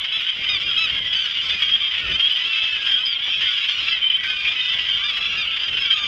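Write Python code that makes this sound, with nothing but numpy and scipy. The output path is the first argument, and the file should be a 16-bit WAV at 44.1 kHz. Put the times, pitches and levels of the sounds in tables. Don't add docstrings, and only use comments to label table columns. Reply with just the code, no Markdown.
import sys
import numpy as np
from scipy import signal
from scipy.fft import rfft, irfft
from scipy.io import wavfile
from scipy.ndimage import uniform_filter1d

SR = 44100
rng = np.random.default_rng(int(sys.argv[2]) if len(sys.argv) > 2 else 0)


def invert_db(x):
    u = np.asarray(x, float) / 20
    return 10 ** u


def persist_wave(psi):
    counts = np.round(np.clip(psi, -1, 1) * 32767).astype(np.int16)
    wavfile.write(sys.argv[1], SR, np.atleast_2d(counts).T)


N = 267951

# (frequency [Hz], level [dB per Hz])
COLOUR = [(750, -51), (1000, -28), (1200, -24), (1830, -14), (2500, -8), (2900, -5.5), (3180, 3),
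          (3400, -5), (3800, -15.5), (4250, -30.5), (4900, -20), (5400, -31.5), (6500, -39.5), (8200, -54),
          (14000, -78.5)]


def evened(x):
    return x / np.sqrt(np.mean(x ** 2) + 1e-20)


def read(points, hz):
    f, value = np.transpose(points)
    return np.interp(np.log(hz + 1), np.log(f + 1), value)


def add(mix, s, sound):
    part = mix[round(s * SR):][:len(sound)]
    part += sound[:len(part)]


def wobble(length, size):
    smooth = uniform_filter1d(rng.standard_normal(length), size)
    return evened(uniform_filter1d(smooth, size))


def shaped(x, gain_db):
    hz, t, z = signal.stft(x, SR, nperseg=512, noverlap=384)
    z = z * invert_db(gain_db(hz[:, None], t))
    return signal.istft(z, SR, nperseg=512, noverlap=384)[1][:N]


def squawk(db, throat_hz, length, beak, rasp_hz=330, width_hz=380, breath=0.08, under_peak_db=-12):
    u = np.linspace(0, 1, round(np.clip(length, .015, .12) * SR))
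    pulse_hz = rasp_hz * rng.uniform(.9, 1.1) * (1 + 0.09 * wobble(len(u), size=90))
    turns = np.cumsum(pulse_hz) / SR
    pulses = np.diff(np.floor(turns + 1), prepend=0) * invert_db(0.46 * wobble(len(u), size=40))
    drive = evened(pulses) + breath * rng.standard_normal(len(u))

    t = np.arange(500) / SR
    ring = np.exp(-np.pi * width_hz * t) * np.sin(2 * np.pi * throat_hz * t)
    ring *= np.minimum(t / 0.0013, 1)
    throat = np.convolve(drive, ring)[:len(u)]

    spray_db = np.minimum(read(COLOUR, np.fft.rfftfreq(len(u), 1 / SR)), -13)
    spray = irfft(rfft(drive) * invert_db(spray_db), len(u))
    sound = evened(throat) + beak * evened(spray)
    return invert_db(db + under_peak_db) * sound * np.minimum(u * 40, 1) * np.sqrt(1 - u)


def raspy_calls():
    # (time [s], peak [dB], throat [Hz], length [s], beak opening [0-1])
    squawks = [(0.488, -10.5, 3110, 0.022, 0.3), (0.769, -17.5, 3270, 0.027, 0.1),
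               (1.129, -9.5, 3260, 0.022, 0.3), (1.195, -24, 3270, 0.083, 0.6),
               (1.601, -21, 3030, 0.026, 1), (1.621, -10.5, 3350, 0.02, 1), (2.1955, -8, 2980, 0.032, 0.3),
               (2.2986, -6.5, 3090, 0.041, 0), (2.347, -13, 3170, 0.04, 0.15),
               (2.3606, -9.5, 3150, 0.04, 0.22), (2.869, -13.5, 3280, 0.046, 0.8),
               (3.264, -16, 3100, 0.043, 0.8), (3.4087, -11, 3060, 0.059, 0.7),
               (3.9584, -14, 3160, 0.044, 0.3), (4.013, -28.5, 3100, 0.058, 0.6),
               (4.235, -15, 2380, 0.037, 0.97), (4.302, -9, 3240, 0.014, 0.4),
               (4.451, -7.5, 2500, 0.033, 0.1), (4.477, -8, 3210, 0.023, 0.5),
               (4.5875, -13, 3150, 0.032, 0), (5.17, -10, 3150, 0.027, 0.7), (5.6, -9, 3050, 0.027, 0.1),
               (5.7715, -10, 3170, 0.026, 0.6), (5.91, -11.5, 3070, 0.029, 0.9)]
    # (time [s], peak [dB], throat [Hz], length [s])
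    yaps = [(0.0434, -9, 3150, 0.022), (0.208, -11.5, 3250, 0.02), (0.287, -13, 3140, 0.024),
            (0.4415, -12.5, 3000, 0.02), (0.872, -12.5, 3160, 0.022), (0.9497, -11.5, 3220, 0.014),
            (0.983, -13.5, 3160, 0.022), (1.256, -10.5, 3220, 0.022), (1.309, -12, 3180, 0.022),
            (1.4975, -7, 3270, 0.02), (1.9385, -10.5, 3130, 0.022), (2.117, -10, 3310, 0.02),
            (2.405, -14.5, 3120, 0.017), (3.3326, -16, 3100, 0.018), (3.646, -12.5, 3010, 0.022),
            (3.6905, -13, 2980, 0.022), (3.883, -10, 2780, 0.012), (4.638, -16, 3110, 0.029),
            (4.729, -13.5, 3160, 0.026), (4.788, -9, 3010, 0.022), (4.8864, -13.5, 3280, 0.025),
            (5.0974, -12, 3270, 0.022), (5.563, -10, 3130, 0.02), (5.633, -12, 3130, 0.025),
            (5.683, -10, 3230, 0.022), (5.9625, -17.5, 3310, 0.026)]
    # (time [s], peak [dB], throat [Hz], length [s])
    chirps = [(0.0583, -33, 5010, 0.02), (0.4429, -33, 4820, 0.02), (0.4923, -33, 4930, 0.02),
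              (0.6365, -31, 4800, 0.02), (0.78, -32, 5200, 0.02), (1.1303, -33, 4800, 0.02),
              (1.6023, -31, 4880, 0.02), (1.654, -33, 5060, 0.02), (1.7105, -33, 4760, 0.02),
              (1.8193, -33, 4850, 0.02), (2.0702, -32, 4740, 0.02), (2.296, -31, 4900, 0.02),
              (2.3431, -31, 4790, 0.02), (2.3875, -35, 4870, 0.02), (2.8569, -30, 5030, 0.02),
              (3.0565, -24, 4950, 0.02), (3.2814, -35, 4880, 0.02), (3.622, -35, 5070, 0.02),
              (3.78, -32, 4830, 0.02), (3.845, -27, 4760, 0.02), (4.238, -30, 4750, 0.02),
              (4.2892, -28, 4770, 0.02), (4.6044, -35, 5040, 0.02), (4.6478, -30, 4990, 0.02),
              (4.688, -29, 4860, 0.02), (4.8179, -30, 5050, 0.02), (5.394, -30, 4880, 0.02),
              (5.59, -35, 4720, 0.02), (5.858, -24, 4800, 0.02), (5.9838, -31, 4790, 0.02)]
    calls = list(squawks)
    calls += [(*row, 0.55) for row in yaps]
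    calls += [(*row, 0) for row in chirps]
    near = np.zeros(N)
    for s, *call in calls:
        add(near, s - .0015, squawk(*call))
    return near


def cry(length, first_hz, last_hz, lead_db, order, others_db, arch, waver, growth_db,
        flutter_db=1.7, fray_db=1.3, focus_db=-5):
    u = np.linspace(0, 1, round(length * SR))
    glide = first_hz + (last_hz - first_hz) * u
    hz = glide * (1 + 5 * arch * u ** 1.3 * (1 - u))
    middle_hz = hz[len(u) // 2]
    hz = hz * (1 + waver * wobble(len(u), size=200))

    k = np.arange(1, 12)[:, None]
    colour_db = np.maximum(read(COLOUR, k * middle_hz), -53) - read(COLOUR, order * middle_hz)
    db = lead_db + 0.84 * colour_db
    db += np.where(k == order, 0, others_db + focus_db * np.minimum(abs(k - order) - 1, 3))
    db -= 3 * (k < order)
    fray = fray_db * wobble(len(k) * len(u), size=250).reshape(len(k), -1)
    stack = invert_db(db + fray) * np.cos(2 * np.pi * k * np.cumsum(hz) / SR)

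    edge = np.minimum(u * length / .005, (1 - u) * length / .01)
    swell = np.minimum(edge, 1) * invert_db(growth_db * (u - .4))
    flutter = invert_db(flutter_db * wobble(len(u), size=200))
    return np.sqrt(2) * stack.sum(0) * flutter * swell


def add_cries(near, calls, order, others_db, arch, waver, growth_db):
    for s, *call in calls:
        add(near, s, cry(*call, order, others_db, arch, waver, growth_db))


def whistles():
    # (start [s], length [s], first pitch [Hz], last pitch [Hz], level [dB])
    arching = [(0.121, 0.068, 3286, 3366, -26), (1.617, 0.048, 3275, 3147, -22),
               (1.965, 0.112, 1857, 1762, -39), (2.012, 0.064, 1498, 1278, -39),
               (2.068, 0.072, 1856, 1752, -38), (2.304, 0.072, 3000, 3000, -23),
               (2.687, 0.1, 2605, 2519, -28), (3.051, 0.1, 5000, 4430, -33), (3.236, 0.07, 5780, 5480, -51),
               (3.321, 0.056, 2565, 2576, -28), (3.405, 0.076, 1846, 1738, -39),
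               (3.772, 0.04, 2874, 2925, -26), (3.908, 0.076, 1985, 1880, -36),
               (4.183, 0.084, 1947, 1873, -36), (4.235, 0.044, 2246, 2260, -28),
               (4.467, 0.072, 3396, 3504, -30), (4.471, 0.068, 2419, 2335, -28),
               (4.914, 0.092, 3496, 3392, -32), (5.205, 0.072, 3341, 3343, -28),
               (5.52, 0.06, 3398, 3476, -30)]
    dipping = [(0.284, 0.045, 2900, 3100, -29), (1.514, 0.128, 2521, 2540, -31),
               (1.825, 0.108, 3300, 3220, -23), (2.408, 0.108, 3886, 3700, -38),
               (2.711, 0.208, 1730, 1620, -40), (2.918, 0.084, 3197, 3407, -21),
               (3.226, 0.072, 3540, 3260, -29), (3.453, 0.088, 1525, 1461, -39),
               (3.625, 0.056, 2264, 2390, -34), (4.098, 0.022, 3130, 3080, -15.5),
               (4.18, .035, 3150, 3150, -25), (5.481, 0.104, 1339, 1355, -43),
               (5.848, 0.1, 2301, 2423, -33)]
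    sliding = [(0.679, 0.06, 1522, 1267, -41), (0.679, 0.072, 3242, 3279, -25),
               (0.762, .035, 3240, 3230, -19), (1.043, 0.056, 1964, 1962, -35),
               (1.382, 0.036, 2968, 2839, -25), (1.498, 0.04, 3535, 3470, -25),
               (1.715, 0.052, 3230, 3260, -16), (1.801, 0.056, 3136, 3087, -24),
               (3.046, 0.076, 3150, 3240, -24), (5.285, 0.09, 5760, 5600, -49),
               (3.513, 0.052, 3458, 3418, -29), (3.565, 0.04, 3154, 2985, -22),
               (3.888, 0.064, 4665, 4720, -41), (4.622, 0.08, 2440, 2597, -32),
               (4.608, .115, 3650, 3600, -28), (4.715, .06, 3600, 3370, -27),
               (5.014, 0.068, 1530, 1757, -40), (5.357, 0.056, 1690, 1723, -39),
               (5.421, 0.208, 4580, 4540, -49), (5.449, 0.108, 2281, 2169, -37),
               (5.473, 0.044, 2873, 2917, -26), (5.512, 0.052, 2798, 2874, -29),
               (5.95, .128, 3640, 3550, -32), (3.3, .11, 5480, 5420, -48), (5.936, 0.14, 6581, 6541, -51)]
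    swelling = [
        (4.013, 0.078, 3090, 3140, -18.5),
        (4.124, 0.05, 3050, 3170, -18),
        (2.19, .095, 3200, 3330, -20),
    ]
    near = np.zeros(N)
    add_cries(near, arching, order=1, others_db=-25.5, arch=.024, waver=.003, growth_db=-3.5)
    add_cries(near, dipping, order=1, others_db=-25.5, arch=-.022, waver=.003, growth_db=-3.5)
    add_cries(near, sliding, order=1, others_db=-25.5, arch=0, waver=.003, growth_db=-3.5)
    add_cries(near, swelling, order=1, others_db=-25.5, arch=-.012, waver=.003, growth_db=6)
    return near


def squeals():
    # (start [s], length [s], first pitch [Hz], last pitch [Hz], leading overtone [dB])
    first_led = [
        (2.922, 0.092, 1535, 1497, -39),
        (4.239, 0.14, 1580, 1500, -37),
        (4.99, 0.271, 1187, 1210, -45),
        (5.329, 0.136, 1325, 1260, -43),
        (5.804, 0.116, 1706, 1279, -40),
        (5.932, 0.148, 1265, 1180, -39),
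    ]
    second_led = [(0.636, 0.08, 1217, 1194, -33), (0.659, 0.048, 1410, 1347, -30),
                  (0.739, 0.04, 1438, 1438, -26), (0.887, 0.068, 1405, 1401, -30),
                  (0.935, 0.208, 1090, 990, -38), (1.65, 0.045, 1625, 1600, -22),
                  (2.447, 0.084, 1377, 1336, -29), (2.527, 0.164, 1319, 1310, -27),
                  (2.862, 0.048, 1660, 1576, -22), (3.549, 0.108, 1458, 1336, -30),
                  (3.88, 0.104, 1368, 1290, -28), (4.052, 0.124, 1202, 1211, -35),
                  (4.275, 0.09, 1255, 1224, -29), (4.36, 0.14, 1215, 1217, -30),
                  (4.563, 0.064, 1269, 1265, -30), (4.47, 0.17, 1050, 1010, -41),
                  (4.56, 0.36, 1005, 972, -36.5), (4.902, 0.084, 1564, 1580, -24),
                  (4.918, 0.04, 1458, 1417, -24), (5.293, 0.15, 1400, 1380, -29),
                  (5.373, 0.065, 1235, 1200, -30), (5.728, 0.16, 1381, 1363, -31),
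                  (5.9, 0.052, 1595, 1567, -16.5)]
    third_led = [(0.12, 0.1, 1300, 1215, -36), (0.487, 0.09, 1235, 1110, -24),
                 (0.772, 0.097, 1290, 1235, -28), (2.124, 0.04, 1160, 1160, -29),
                 (2.687, 0.056, 1725, 1730, -48), (3.445, 0.09, 1170, 1090, -28),
                 (3.764, 0.088, 1215, 1215, -40), (3.864, 0.048, 1292, 1297, -38),
                 (5.034, 0.086, 1190, 1090, -24), (5.205, 0.084, 1290, 1280, -42),
                 (5.37, 0.085, 1225, 1100, -29), (5.9, 0.1, 1290, 1215, -39)]
    fourth_led = [
        (0.628, 0.1, 1195, 1255, -42),
        (1.063, 0.05, 1401, 1317, -51),
        (5.365, 0.08, 1235, 1150, -40),
        (5.592, 0.096, 1178, 1186, -39),
        (5.795, 0.1, 1310, 1160, -39),
    ]
    warbling = [
        (1.127, 0.026, 1640, 1610, -38),
        (1.15, 0.085, 1545, 1545, -37),
        (1.228, 0.045, 1530, 1400, -41),
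        (2.86, .1, 1700, 1720, -45),
        (5.13, .17, 1335, 1310, -41),
        (5.3, .13, 1340, 1300, -44),
    ]
    wails = [
        (3.607, .04, 1280, 1280, -34),
        (3.635, .04, 1335, 1325, -40),
        (3.68, .13, 1500, 1380, -44),
        (3.8, .15, 1380, 1340, -42),
        (3.94, .06, 1345, 1195, -39),
    ]
    near = np.zeros(N)
    add_cries(near, first_led, order=1, others_db=-10, arch=-.015, waver=.005, growth_db=-3.5)
    add_cries(near, second_led, order=2, others_db=-5, arch=0, waver=.003, growth_db=-3.5)
    add_cries(near, third_led, order=3, others_db=-3.5, arch=.042, waver=.0015, growth_db=0)
    add_cries(near, fourth_led, order=4, others_db=-7, arch=.015, waver=.003, growth_db=-1)
    add_cries(near, warbling, order=3, others_db=-3, arch=.005, waver=.012, growth_db=-2)
    add_cries(near, wails, order=3, others_db=-4, arch=-.005, waver=.004, growth_db=-1)
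    return near


def ground(x, echo_s=0.0037, share=0.075):
    taps = np.zeros(SR // 100)
    taps[[0, round(echo_s * SR)]] = 1, share
    return signal.oaconvolve(x, taps)[:N]


def bird(calls_per_s=12, spread_db=2, raspy_share=.52, rasp_hz=300, tone_db=14, warble=.011):
    pace = 1 + .3 * np.clip(wobble(N, size=9000), -2, 2)
    beats = rng.random() + np.cumsum(calls_per_s * pace) / SR
    call, u = beats.astype(int), beats % 1
    pitch, loud, kind, rate, bend, *tone = rng.random((call[-1] + 1, 11)).T
    tone_level = tone_db * np.array(tone) - spread_db * np.log(loud + 0.046)
    tone = invert_db(tone_level).astype(np.float32)

    shake = wobble(N, size=350)
    contour = 1 + .2 * u * (1 - u) + (.08 - .2 * bend)[call] * u + warble * shake
    hz = (950 + 700 * pitch)[call] * contour
    angle = (2 * np.pi * (np.cumsum(hz) / SR % 1)).astype(np.float32)
    stack = sum(g[call] * np.cos((k + 1) * angle) for k, g in enumerate(tone))

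    rough = shake[::-1]
    chops = np.cumsum(rasp_hz * (.6 + .8 * rate)[call] * (1 + .08 * rough)) / SR
    chopped = 2.8 * np.exp(-(chops % 1) / .2)
    rasp = np.where((kind < raspy_share)[call], chopped, 1 + .3 * rough)
    opening = np.clip(u / .06, 0, 1) * np.clip((.8 - u) / .15, 0, 1)
    return stack * rasp * opening


def crowd(count=18, blur=.14, level_db=-23.5, low_follows=0.13, low_opens=.3, chatter_db=1.38):
    # (time [s], loudness [dB], beak opening [dB])
    excitement = [(0, -22.5, -6.5), (.5, -24, 1.5), (0.871, -23, 0.5), (1.119, -23.5, -2), (1.55, -23, 6),
                  (1.75, -22, -2), (2.1, -24.5, 3), (2.601, -22, 0.5), (2.98, -23, 0.5), (3.17, -22.5, -6),
                  (3.45, -22, 1.5), (3.93, -23, 2), (4.08, -27, -5.5), (4.301, -26, 4.5), (4.8, -22.5, 1.5),
                  (5.25, -25.5, 2), (5.6, -25.5, -0.5), (6.08, -23.5, 1.5)]
    s, loud_db, beak_db = np.transpose(excitement)
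    voices = evened(sum(bird() for _ in range(count))) + blur * rng.standard_normal(N)
    hz, power = signal.welch(voices, SR, nperseg=128)

    def gain_db(f, t):
        loud = np.interp(t, s, loud_db - loud_db.mean())
        beak = np.interp(t, s, beak_db - beak_db.mean())
        low = (low_opens * beak - (1 - low_follows) * loud) * np.clip((2900 - f) / 300, 0, 1)
        bright = beak * np.clip((f - 3800) / 500, 0, 1)
        flat = -10 * np.log10(np.interp(f, hz, power / power.max()))
        return flat + read(COLOUR, f) + loud + low + bright

    chatter = invert_db(chatter_db * wobble(N, size=500))
    return invert_db(level_db) * evened(chatter * shaped(voices, gain_db))


def wind(lull_db=-61.5, lumpy_db=2.0):
    # (frequency [Hz], level [dB per Hz])
    rumble_colour = [
        (15, -22.5),
        (30, -0.5),
        (55, 3.5),
        (150, -2),
        (220, -7.5),
        (650, -11.5),
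        (1000, -40.5),
        (2500, -91.5),
    ]
    # (middle [s], half length [s], level [dB])
    gusts = [(0.0, 0.061, -53), (0.61, 0.18, -46.5), (1.005, 0.2, -47), (1.575, 0.23, -51),
             (2.092, 0.098, -38), (2.841, 0.16, -54), (3.41, 0.092, -48.5), (3.838, 0.11, -49.5),
             (4.295, 0.27, -59.5), (4.904, 0.33, -55), (5.36, 0.15, -48.5), (5.743, 0.086, -49),
             (5.998, 0.36, -55.5)]
    t = np.arange(N) / SR
    colour = invert_db(read(rumble_colour, np.fft.rfftfreq(N, 1 / SR)))
    rumble = evened(irfft(rfft(rng.standard_normal(N)) * colour, N))
    swell = invert_db(lull_db)
    for s, half, db in gusts:
        swell = swell + invert_db(db) * np.exp(-((t - s) / half) ** 2)
    return rumble * swell * invert_db(lumpy_db * wobble(N, size=1200))


def scene():
    near = raspy_calls() + whistles() + squeals()
    return (ground(near) + crowd() + wind())[None]


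def preamp_hiss(level_db=-51, patch_db=3.6):
    # (frequency [Hz], level [dB per Hz])
    hiss_colour = [
        (200, 3.5),
        (320, 1.5),
        (600, 3),
        (850, 4),
        (3000, -6),
        (7000, -34),
        (10000, -21.5),
        (14000, -27),
    ]

    def hiss_db(f, t):
        patches = rng.standard_normal((len(f), len(t)))
        patches = uniform_filter1d(patches, size=12, axis=0)
        patches = uniform_filter1d(patches, size=16, axis=1)
        return read(hiss_colour, f) + patch_db * evened(patches)

    return invert_db(level_db) * evened(shaped(rng.standard_normal(N), hiss_db))


def tiny_ticks():
    # (time [s], peak [dB])
    tick_rows = [(-0.0012, -36), (6.0745, -40), (0.1411, -43), (0.1645, -48), (0.2109, -43), (0.2458, -49),
                 (0.4893, -49), (0.7911, -41), (1.1278, -49), (1.51, -49), (1.5953, -49), (1.6272, -42),
                 (2.3236, -38), (2.3705, -43), (2.8579, -50), (2.9622, -48), (3.0784, -40), (3.241, -43),
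                 (4.0302, -51), (4.0537, -49), (4.0766, -46), (4.1001, -46), (4.1699, -42), (4.2398, -47),
                 (4.263, -45), (4.3091, -49), (5.1796, -41), (5.475, -48), (5.905, -45)]
    ticks = np.zeros(N)
    for s, db in tick_rows:
        add(ticks, s + .0012, invert_db(db + 14) * np.array([1, -.1]))
    return ticks


def low_pass(x):
    return signal.sosfilt(signal.butter(12, 14700, fs=SR, output="sos"), x)


def record(dry):
    mix = dry + preamp_hiss() + tiny_ticks()
    return low_pass(mix)


dry = scene()
out = record(dry)
persist_wave(out)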